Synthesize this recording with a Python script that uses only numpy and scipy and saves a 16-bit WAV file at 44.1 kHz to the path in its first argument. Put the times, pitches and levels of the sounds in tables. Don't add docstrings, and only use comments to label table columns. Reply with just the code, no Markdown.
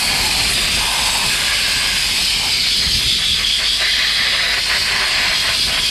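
import sys
import numpy as np
from scipy import signal
from scipy.fft import rfft, irfft, next_fast_len
from scipy.io import wavfile
from scipy.ndimage import uniform_filter1d, minimum_filter1d, map_coordinates

SR = 44100
rng = np.random.default_rng(int(sys.argv[2]) if len(sys.argv) > 2 else 0)


def wrap_up_sound(samples):
    columns = np.atleast_2d(samples).T
    tamed = np.clip(columns, -1, 1)
    steps = np.round(tamed * 32767).astype(np.int16)
    wavfile.write(sys.argv[1], SR, steps)


N = 260190


def amp(db):
    return 10 ** (np.asarray(db) / 20)


def unit(x):
    return x / np.sqrt(np.mean(x ** 2) + 1e-20)


def along(points, hz):
    point_hz, values = np.transpose(points)
    return np.interp(np.log(hz + 1), np.log(point_hz + 1), values)


def clock():
    return np.arange(N) / SR


def curves(rows):
    times, *columns = np.transpose(rows)
    return [np.interp(clock(), times, column) for column in columns]


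def wobble(rate):
    points = rng.standard_normal(2048)
    return map_coordinates(points, [np.arange(N) * rate / SR], mode="wrap")


def filtered(x, response):
    size = next_fast_len(N + SR // 2)
    hz = np.fft.rfftfreq(size, 1 / SR)
    return irfft(rfft(x, size) * response(hz), size)[:N]


def rush(spectrum):
    noise = rng.standard_normal(N)
    return unit(filtered(noise, lambda hz: amp(along(spectrum, hz))))


def gate(start, length, edge):
    t = clock() - start
    return np.clip(np.minimum(t, length - t) / edge + .5, 0, 1)


def reflected(x, ripple_db, ripple_hz, linger):
    hz, t, z = signal.stft(x, SR, nperseg=2048)
    field = rng.standard_normal(z.shape)
    across = np.fft.fftfreq(len(hz), hz[1])[:, None] * ripple_hz
    onward = np.fft.fftfreq(len(t), t[1]) * linger
    smoothing = np.exp(-across ** 2 - onward ** 2)
    field = unit(np.fft.ifft2(np.fft.fft2(field) * smoothing).real)
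    comb = np.minimum(field, 2 * np.tanh(field / 2))
    rippled = signal.istft(z * amp(ripple_db * comb), SR, nperseg=2048)[1]
    return unit(rippled[:N])


# (time [s], hiss level [dB], sizzle level [dB])
JET_LEVELS = [(0, -23.3, -23.5), (.3, -24, -26), (.5, -25, -23.5), (.75, -23, -26.5), (1.3, -23, -24.5),
              (1.55, -23, -27), (2.1, -22, -26.5), (2.7, -21.5, -29), (3.0, -21.5, -27), (3.2, -22, -30),
              (3.7, -23.5, -31), (4.45, -24, -32), (4.7, -23, -28.5), (5.15, -24, -31), (5.4, -22, -29.5),
              (5.9, -22.5, -28)]
# (frequency [Hz], relative level [dB])
HISS_SPECTRUM = [(250, -24), (800, -27.5), (1400, -19), (2000, -10.5), (2500, -2.5), (2750, -6),
                 (2950, 1.5), (3800, -1), (4550, 3), (5050, 2), (5400, -6), (5900, -11.5), (7000, -17),
                 (12000, -54)]
# (frequency [Hz], relative level [dB])
SIZZLE_SPECTRUM = [(3000, -25), (5500, -8), (6200, -4.5), (6800, -4), (7800, 1), (9000, 0), (10200, -5),
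                   (11300, -5.5), (12600, -11), (13900, -23.5), (15200, -66)]
SHIELD_DB = -2


def jet(strength):
    hiss_db, sizzle_db = curves(JET_LEVELS)
    hiss = reflected(rush(HISS_SPECTRUM), ripple_db=4.0, ripple_hz=80, linger=0.31)
    sizzle = reflected(rush(SIZZLE_SPECTRUM), ripple_db=4.0, ripple_hz=128, linger=0.2)
    hiss_gain = amp(hiss_db + 4.0 + 0.66 * wobble(28.3))
    flutter_db = .5 * wobble(45) + 0.65 * wobble(300)
    free_jet = hiss_gain * hiss + amp(sizzle_db + flutter_db) * sizzle
    shield_db = SHIELD_DB * strength / strength.max()
    return free_jet * amp(shield_db + 0.36 * wobble(11))


# (start time [s], length [s], roar level [dB])
STROKE_TIMES = [(2.646, 0.046, -39), (2.807, 0.087, -37.5), (2.998, 0.047, -36), (3.191, 0.062, -36),
                (3.378, 0.083, -38.5), (3.586, 0.082, -31), (3.795, 0.1, -33.5), (3.954, 0.13, -36),
                (4.172, 0.14, -40), (4.337, 0.27, -34), (4.666, 0.11, -29.5), (4.856, 0.21, -32.5),
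                (5.14, .21, -33), (5.434, 0.12, -32), (5.681, 0.13, -30)]
STROKE_EDGE_S = 0.046


def strokes():
    contact, strength = np.zeros(N), np.zeros(N)
    for start, length, db in STROKE_TIMES:
        touch = gate(start, length, STROKE_EDGE_S)
        contact += touch
        strength += amp(db) * touch
    return np.minimum(contact, 1), strength


# (time [s], level [dB])
WASH_LEVELS = [(0, -33), (.6, -33.5), (1.0, -34), (1.75, -34), (2.3, -39.5), (2.5, -40), (3.15, -45.5),
               (3.7, -41.5), (4.3, -35), (4.62, -41), (5.1, -32.5), (5.6, -40.5), (5.9, -39.5)]
# (frequency [Hz], relative level [dB])
ROAR_SPECTRUM = [(150, -25), (310, -23.5), (380, -12), (460, -13.5), (720, -5), (860, -13), (1050, -6),
                 (1350, -5.5), (1600, -3.5), (2050, -0.5), (2700, -2), (4000, -14.5), (8000, -56)]


def impact(strength):
    wash_db, = curves(WASH_LEVELS)
    roar = reflected(rush(ROAR_SPECTRUM), ripple_db=3.0, ripple_hz=60, linger=0.54)
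    steady_and_strokes = np.hypot(amp(wash_db), strength)
    lift_db = 9 + 1.47 * wobble(50)
    return steady_and_strokes * amp(lift_db) * roar


# (start time [s], length [s], centre [Hz], width [Hz], level [dB], change during a stroke [dB])
HOLLOW_PASSES = [ (0.0, 0.464, 830, 190, -30, 0), (0.0, 0.51, 2340, 260, -29, 0),
                 (0.0, 0.523, 4160, 90, -25, 0), (0.0, 0.57, 4520, 120, -29, 0),
                 (0.516, 0.5, 3550, 198, -28, 0), (0.518, 1.8, 2600, 376, -28.5, 0),
                 (0.785, 0.49, 930, 242, -28, 0), (1.3, 1.26, 860, 260, -41, 0),
                 (1.302, 0.74, 1630, 120, -30, 0), (1.295, 0.88, 2150, 220, -30, 0),
                 (2.29, 0.37, 2280, 170, -29, 10), (2.408, 0.065, 900, 320, -29, 0),
                 (2.558, 0.476, 4220, 380, -23.5, 2), (3.032, 0.16, 3450, 300, -21.5, 5),
                 (3.253, 0.12, 3470, 300, -17.5, 0), (3.465, 0.11, 3310, 250, -18.5, 14.5),
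                 (3.67, 0.11, 3380, 260, -19, 12), (3.78, 0.78, 4000, 400, -24.5, 1.5),
                 (3.824, 0.53, 3310, 280, -23, -2.5), (2.6, 1.4, 1970, 377, -37.5, 9),
                 (3.8, 0.805, 1960, 330, -26.5, 5), (4.665, 0.86, 1900, 400, -30, 8),
                 (4.548, 1.15, 4240, 80, -26, -1), (4.67, 0.865, 1040, 150, -42.5, 8.5),
                 (5.555, 0.11, 4800, 403, -24, 0), (5.723, 0.17, 3240, 231, -20, -5), ]


def hollows(contact, fade=0.078):
    out = np.zeros(N)
    for start, length, centre_hz, width_hz, db, stroke_db in HOLLOW_PASSES:
        resonance = lambda hz: 1 / (1 + 1j * (hz - centre_hz) / width_hz) ** 3
        ring = unit(filtered(rng.standard_normal(N), resonance))
        out += amp(db + stroke_db * contact) * gate(start, length, fade) * ring
    return out * amp(-0.34 + 0.55 * wobble(13))


# (time [s], level [dB])
CLOUD_LEVELS = [(0, -31.5), (.78, -30), (.95, -37), (1.25, -32), (1.5, -37), (2.2, -36), (3.0, -34),
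                (3.55, -41), (4.3, -39), (5.05, -39.5), (5.4, -36.5), (5.9, -35)]
# (frequency [Hz], relative level [dB])
RUMBLE_SPECTRUM = [(12, -23), (25, -1), (45, 2.5), (90, -2), (130, -3), (190, -3.5), (250, -5.5),
                   (310, -13.5), (390, -9), (480, -16.5), (1200, -41)]
# (peak time [s], length [s], peak level [dB])
STEAM_PUFFS = [(0.7, 0.12, -37), (2.878, 0.02, -25.5), (2.962, 0.022, -25), (3.067, 0.017, -23.5),
               (3.316, 0.039, -29)]


def cloud():
    rumble_db, = curves(CLOUD_LEVELS)
    rumble = amp(rumble_db + 1.5 + 1.46 * wobble(23.1)) * rush(RUMBLE_SPECTRUM)
    swell = np.zeros(N)
    for peak, length, db in STEAM_PUFFS:
        swell += amp(db) * np.exp(-((clock() - peak) / length) ** 2)
    puff_noise = rush([(25, -17), (65, 4), (130, -4.5), (200, -9), (400, -35), (1500, -68)])
    return rumble + swell * puff_noise


HUM_HZ = 50.8


def hum(first_db=-36.5, last_db=-42.0):
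    phase = 2 * np.pi * HUM_HZ * clock() + 0.19 * wobble(5.4)
    waver_db = 1.2 * wobble(6)
    return amp(np.linspace(first_db, last_db, N) + waver_db) * unit(np.sin(phase))


# (centre [Hz], width [Hz], lift [dB])
CABIN_RESONANCES = [(732, 43, -1.5), (863, 14, 5), (1010, 44, 2), (1393, 29, -6), (1866, 67, -4),
                    (2060, 49, 0), (2590, 39, -1.5), (2528, 30, 5.5), (2725, 116, 1), (3420, 110, 1),
                    (4290, 120, -2), (8760, 120, -4)]


def cabin(hz):
    lift_db = 0
    for centre, width, db in CABIN_RESONANCES:
        lift_db = lift_db + db / (1 + (2 * (hz - centre) / width) ** 2)
    return amp(lift_db)


def scene():
    contact, strength = strokes()
    sources = jet(strength) + impact(strength) + hollows(contact) + cloud() + hum()
    mono = filtered(sources, cabin)
    return np.array([mono, mono])


def limited(x, ceiling_db):
    span = SR // 100
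    needed = np.minimum(1, amp(ceiling_db) / (np.abs(x).max(axis=0) + 1e-9))
    return x * uniform_filter1d(minimum_filter1d(needed, span), span)


TOP_HZ = 15400


def record(dry):
    level = limited(dry, ceiling_db=-4.8)
    return np.array([filtered(channel, lambda hz: hz < TOP_HZ) for channel in level])


dry = scene()
out = record(dry)
wrap_up_sound(out)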